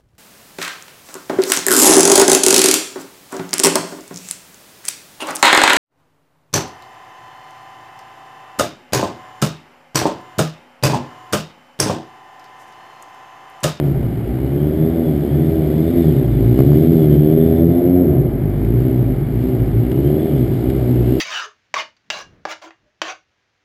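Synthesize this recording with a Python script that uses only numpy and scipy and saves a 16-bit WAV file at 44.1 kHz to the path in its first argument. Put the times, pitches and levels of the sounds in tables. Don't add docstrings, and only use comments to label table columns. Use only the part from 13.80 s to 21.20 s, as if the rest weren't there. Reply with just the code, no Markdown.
import sys
import numpy as np
from scipy import signal
from scipy.io import wavfile
from scipy.ndimage import uniform_filter1d, minimum_filter1d

SR = 44100
rng = np.random.default_rng(int(sys.argv[2]) if len(sys.argv) > 2 else 0)


def log_audio(samples):
    frames = np.atleast_2d(samples).T
    limited = np.clip(frames, -1, 1)
    pcm = np.round(limited * 32767).astype(np.int16)
    wavfile.write(sys.argv[1], SR, pcm)


def volts_from_db(level):
    exponent = np.asarray(level, float) / 20
    return 10 ** exponent


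N = 326340
T = np.arange(N) / SR


def evened(x):
    return x / np.sqrt(np.mean(x ** 2) + 1e-20)


def steady(x, size=6000):
    power = uniform_filter1d(uniform_filter1d(x ** 2, size), size)
    return x / np.sqrt(abs(power) + 1e-12)


def read(points, hz):
    f, value = np.transpose(points)
    return np.interp(np.log(hz + 1), np.log(f + 1), value)


def columns(rows):
    s, *rest = np.transpose(rows)
    return [np.interp(T, s, c) for c in rest]


def colour(x, points, lag=1):
    hz = abs(np.fft.fftfreq(16384, 1 / SR))
    gain = np.log(volts_from_db(np.maximum(read(points, hz), -100)))
    phase = -lag * signal.hilbert(gain).imag
    taps = np.fft.ifft(np.exp(gain + 1j * phase)).real
    return signal.oaconvolve(x, np.roll(taps, 8192))[8192:][:N]


def whistle(hz, width):
    r = np.exp(-np.pi * width / SR)
    noise = rng.standard_normal(N) + 1j * rng.standard_normal(N)
    slow = signal.lfilter([1], [1, -r], noise)
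    return evened((slow * np.exp(2j * np.pi * np.cumsum(hz) / SR)).real)


def beating(db):
    rates_hz = np.geomspace(5 / 4, 5 * 1.7, num=12)
    return db * evened(sum(np.sin(2 * np.pi * (f * T + rng.random())) for f in rates_hz))


# hz, level_db (per Hz)
ROAD_SPECTRUM = [(8, -74), (30, -26.5), (55, -7), (100, -5), (200, -4), (380, -8), (480, -22.5), (800, -22),
                 (1200, -74)]


def rumble():
    return volts_from_db(-23.5) * evened(colour(rng.standard_normal(N), ROAD_SPECTRUM))


# delay_s, level_db
WALL_SLAPS = [(.045, -13.5), (0.089, -11), (.15, -5), (0.223, -5)]
# hz, t60_s
YARD_DECAY = [(60, 0.88), (200, 1), (500, 0.75), (2000, 0.65)]


def yard(x):
    out = np.zeros(N)
    source = x - x[0] * np.exp(-T / .01)
    for delay, db in WALL_SLAPS:
        wander_s = 0.00313 * (1 + np.sin(2 * np.pi * (rng.uniform(0.0944, 0.26) * T + rng.random())))
        out += volts_from_db(db) * np.interp(T - delay - wander_s, T, source)
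    for k in range(3):
        taps = np.zeros(SR)
        at = np.arange(1500, SR - 20, 20)
        taps[at + rng.integers(0, 20, len(at))] = rng.choice([-1., 1.], len(at))
        hz, t, z = signal.stft(taps, SR, nperseg=1024)
        fade = volts_from_db(-60 * t / read(YARD_DECAY, hz)[:, None])
        tail = signal.istft(z * fade, SR, nperseg=1024)[1]
        turn = np.sqrt(2 / 3) * np.cos(np.pi * (0.707 * T + k / 3))
        out += volts_from_db(-0.5) * signal.oaconvolve(x * turn, tail / np.linalg.norm(tail))[:N]
    return out


# start_s, level_db (peak)
GRIT_SNAPS = [
    (4.8472, -68.5),
    (5.6903, -72),
    (6.1164, -62),
    (6.8997, -61.5),
]


def grit():
    out, t = np.zeros(N), np.arange(500) / SR
    for s, db in GRIT_SNAPS:
        decay = volts_from_db(db + 28.0 - 60 * t / 0.022)
        out[round(s * SR):][:500] += decay * rng.standard_normal(500)
    return colour(out, [(500, -32), (1500, 14), (3000, 9.0), (5500, 1.5), (6000, -25), (7000, -87)])


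# start_s, loudness_db, pipe_mouth_turned_db, engine_side_seen_db
CIRCLE_PATH = [(0.06, -21, -2.5, -57), (0.28, -29, -2.5, -56.5), (0.91, -20, 0.0, -54),
               (2.07, -19.5, 5, -50.5), (2.27, -11.5, -4, -48.5), (2.47, -19.5, -1, -53),
               (2.98, -9.5, 0.0, -47.5), (4.32, -14.5, 1, -56), (4.54, -25.5, -1.5, -58.5),
               (5.07, -14.5, -3, -53.5), (5.47, -27.5, -1, -56.5), (5.66, -18.5, -1, -52.5),
               (5.94, -21.5, -5, -54.5), (6.3, -16.5, 7, -52), (6.73, -20, -2, -51), (6.95, -18, 7, -50.5),
               (7.24, -18, -1, -51), (7.34, -18, 9, -46.5)]


def circling():
    return columns(CIRCLE_PATH)


# hz, level_db (per Hz)
CASE_SPECTRUM = [(530, -5), (900, -2.5), (1080, -7.5), (1180, -6.5), (2280, -10), (2730, -22.5),
                 (2840, -17), (4140, -24), (5160, -27), (5900, -36), (7670, -74), (13000, -120)]


def casing_clatter(turns):
    seen = circling()[2]
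    side = seen - seen.mean()
    pulse = 1 + 0.64 * np.exp(-(turns % 1) / 0.36)
    noise = colour(rng.standard_normal(N) * pulse, CASE_SPECTRUM)
    dull = signal.sosfiltfilt(signal.butter(4, 2650, fs=SR, output="sos"), noise)
    bright = noise - dull
    return volts_from_db(-42.5 + 0.093 * side) * evened(dull) + volts_from_db(-0.14 + seen) * evened(bright)


# teeth_per_firing, level_db, width_hz
GEAR_TEETH = [(43.5, 6, 68), (22.97, 6, 130)]
# hz, level_db
WHINE_SPECTRUM = [(1200, -16), (1800, 1), (2600, -5), (3000, 6), (3600, 2.5), (4000, -12.5), (5000, -30)]
# start_s, level_db
COVER_TURN = [(0, -1), (1.9, -4.5), (2.2, 4), (2.6, -5.5), (3.6, 5), (3.8, -15), (5.6, -1.5), (6.2, -2),
              (6.5, 3), (6.8, -10), (7.4, 9)]
# delay_s, level_db
FAR_WALLS = [(.16, -5), (.31, -7)]


def gear_whine(hz):
    teeth = sum(volts_from_db(db) * whistle(count * hz, width) for count, db, width in GEAR_TEETH)
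    speed_db = 0.0445 * (hz - hz.mean())
    level_db = -65 + columns(COVER_TURN)[0] + speed_db + beating(2)
    whine = volts_from_db(level_db) * colour(teeth, WHINE_SPECTRUM)
    late = sum(volts_from_db(db) * np.interp(T - delay, T, whine) for delay, db in FAR_WALLS)
    return whine + late


# pitch_hz, level_db, width_hz
COVER_MODES = [(2910, -8.5, 190), (3380, -8.5, 16), (2124, -0.5, 75)]


def cover_ring():
    seen = circling()[2]
    ring = sum(volts_from_db(db) * whistle(np.full(N, f), width) for f, db, width in COVER_MODES)
    return volts_from_db(-58 + .3 * (seen - seen.mean())) * ring


# opened_s, low_hz (firings per s there), shut_s, top_hz (firings per s there),
# snap (0-1, early part of the climb)
THROTTLE_BLIPS = [(-0.2, 70, 0.0, 75.5, 0), (0.29, 53, 1.18, 83.8, .3), (1.43, 69, 1.62, 81, 0),
                  (1.63, 80.6, 1.77, 80.7, 0), (1.87, 73.3, 2.18, 87.3, .1), (2.56, 51, 3.11, 84.5, .15),
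                  (3.34, 71.7, 3.58, 81, 0), (3.71, 80.7, 4.2, 90, .6), (4.53, 44.5, 4.61, 50.5, 0),
                  (4.78, 49.8, 5.14, 64.8, 1), (5.4, 44.6, 5.73, 64.3, 1), (5.82, 52.6, 5.91, 53.6, 0),
                  (5.92, 54.3, 6.0, 60.6, 0), (6.06, 61.6, 6.46, 81.5, 0), (6.69, 53.8, 6.78, 54.6, 0),
                  (6.79, 55.5, 6.94, 67, .6), (7.05, 60.5, 7.13, 62, 0), (7.23, 58.5, 7.36, 67, 0),
                  (7.45, 61.5, 7.6, 66, 0)]
BLIP_PULL = [5.5, 0.8, -1.2, -1.3, -1, -3.5, -0.5, -0.5, 4, -2.5, -0.5, 1.5, 0.5, -3.5, -2, -5.3, -2.5, -6,
             .1]


def throttle():
    flywheel_s, drop_snap = .04, .2
    shut_db, run_on_s, gas_lag_s = -3, 0.05, 0.068
    opened, low_hz, shut, top_hz, snap = np.transpose(THROTTLE_BLIPS)
    s = np.ravel([opened, shut], order="F")
    ends_hz = np.ravel([low_hz, top_hz], order="F")
    step = np.searchsorted(s, T, side="right") - 1
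    is_open = step % 2 == 0
    part = (T - s[step]) / np.diff(s)[step]
    part = part + np.where(is_open, snap[step // 2], drop_snap) * part * (1 - part)
    hz = ends_hz[step] + np.diff(ends_hz)[step] * part
    pull = np.where(is_open, np.array(BLIP_PULL)[step // 2], shut_db)
    pull = np.interp(T - run_on_s, T, pull)
    r = np.exp(-1 / (gas_lag_s * SR))
    pull = signal.lfilter([1 - r], [1, -r], pull - BLIP_PULL[0]) + BLIP_PULL[0]
    return uniform_filter1d(hz, round(flywheel_s * SR)), pull


def firings(turns, uneven_db, late_s):
    fired = np.flatnonzero(np.diff(np.floor(turns)))
    chance = rng.standard_normal((len(fired), 2))
    at = fired + (late_s * SR * chance[:, 0]).astype(int)
    pulses = np.zeros(N)
    pulses[np.clip(at, 0, N - 1)] = volts_from_db(uneven_db * chance[:, 1])
    return pulses


def firing_hum(turns, hz):
    loud = circling()[0]
    level_db = -25.5 + 0.5 * (loud - loud.mean()) - .08 * (hz - hz.mean()) + beating(1.5)
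    low = np.sqrt(2) * volts_from_db(level_db) * np.cos(2 * np.pi * (turns + .02))
    return low + volts_from_db(-8) * yard(low)


# hz, level_db
SILENCER = [(15, -100), (50, -62.5), (90, 2), (115, 19), (140, 17.5), (165, 1.5), (195, -0.5), (300, -77)]
# hz, level_db
PIPE = [(110, -21.5), (195, -14.5), (252, 4.5), (286, -1), (323, 1), (400, -0.5), (480, -29.5),
        (610, -93.5), (1030, -120)]
# hz, level_db
UPPER_PIPE = [(280, -51), (470, 0.5), (578, 2.5), (712, -3), (823, -28), (900, -41), (1170, -61.5),
              (1980, -120)]


def exhaust(turns, hz, pull):
    loud, turned, _ = circling()
    near = loud - loud.mean()
    over_revs_db = 0.9 * np.maximum(hz - 79.8, 0)
    boom_db = loud.mean() + 0.9 * near + 0.5 + .4 * pull - .5 * turned + beating(1) - over_revs_db
    pipe_db = loud + 0.65 + 0.77 * pull + .5 * turned
    bark_db = loud - 16 + 1.4 * pull + 0.85 * turned
    even = firings(turns, 1.1, .00008)
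    ragged = firings(turns, 1.2, .00007)
    even = signal.lfilter(*signal.butter(1, 220, "high", fs=SR), even)
    boom = volts_from_db(boom_db) * steady(colour(even, SILENCER, .1))
    pipe = volts_from_db(pipe_db) * steady(colour(even, PIPE, .03))
    bark = volts_from_db(bark_db) * steady(colour(ragged, UPPER_PIPE, .05))
    echo = volts_from_db(-6 - 0.1 * (near + pull))
    wet = yard(volts_from_db(1.5) * boom + volts_from_db(-3) * pipe + volts_from_db(4.5) * bark)
    return (boom + pipe + bark + echo * wet) / np.sqrt(1 + echo ** 2)


# start_s, level_db (over full scale)
SURGES = [
    (2.791, 1.2),
    (2.806, 1),
    (2.920, 1.1),
    (2.934, .8),
]


def levelled(x):
    room_db = -20 * np.log10(abs(x) + 1e-9)
    gain_db = uniform_filter1d(np.minimum(minimum_filter1d(room_db - .6, 900), 0), 600)
    for s, db in SURGES:
        at = round(s * SR)
        peak_db = 20 * np.log10(x[at - 130:at + 130].max())
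        surge_db = db - peak_db - gain_db[at]
        upward = .5 + .5 * np.tanh(2 * x + .8)
        gain_db = gain_db + surge_db * np.exp(-((T - s) / .005) ** 4) * upward
    return x * volts_from_db(gain_db)


def scene():
    hz, pull = throttle()
    turns = np.cumsum(hz) / SR
    turns -= turns[round(SURGES[0][0] * SR)] % 1
    mechanics = casing_clatter(turns) + gear_whine(hz) + cover_ring()
    engine = firing_hum(turns, hz) + exhaust(turns, hz, pull)
    return (rumble() + grit() + mechanics + engine)[None]


def roll_off(x):
    return signal.sosfilt(signal.butter(12, 15920, fs=SR, output="sos"), x)


def record(dry):
    coupled = signal.sosfilt(signal.butter(2, 15, "high", fs=SR, output="sos"), dry)
    slow = signal.resample_poly(levelled(coupled[0])[None], 40, 147, axis=1)
    held = signal.resample_poly(np.repeat(slow, 4, axis=1), 147, 160, axis=1)
    held = np.pad(held, ((0, 0), (0, 8)))[:, :N]
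    band_limit = signal.firwin(255, 15400, window=("kaiser", 9), fs=SR)[None]
    mix = signal.oaconvolve(np.clip(held, -1, 1), band_limit, "same")
    return roll_off(mix)


dry = scene()
out = record(dry)
log_audio(out)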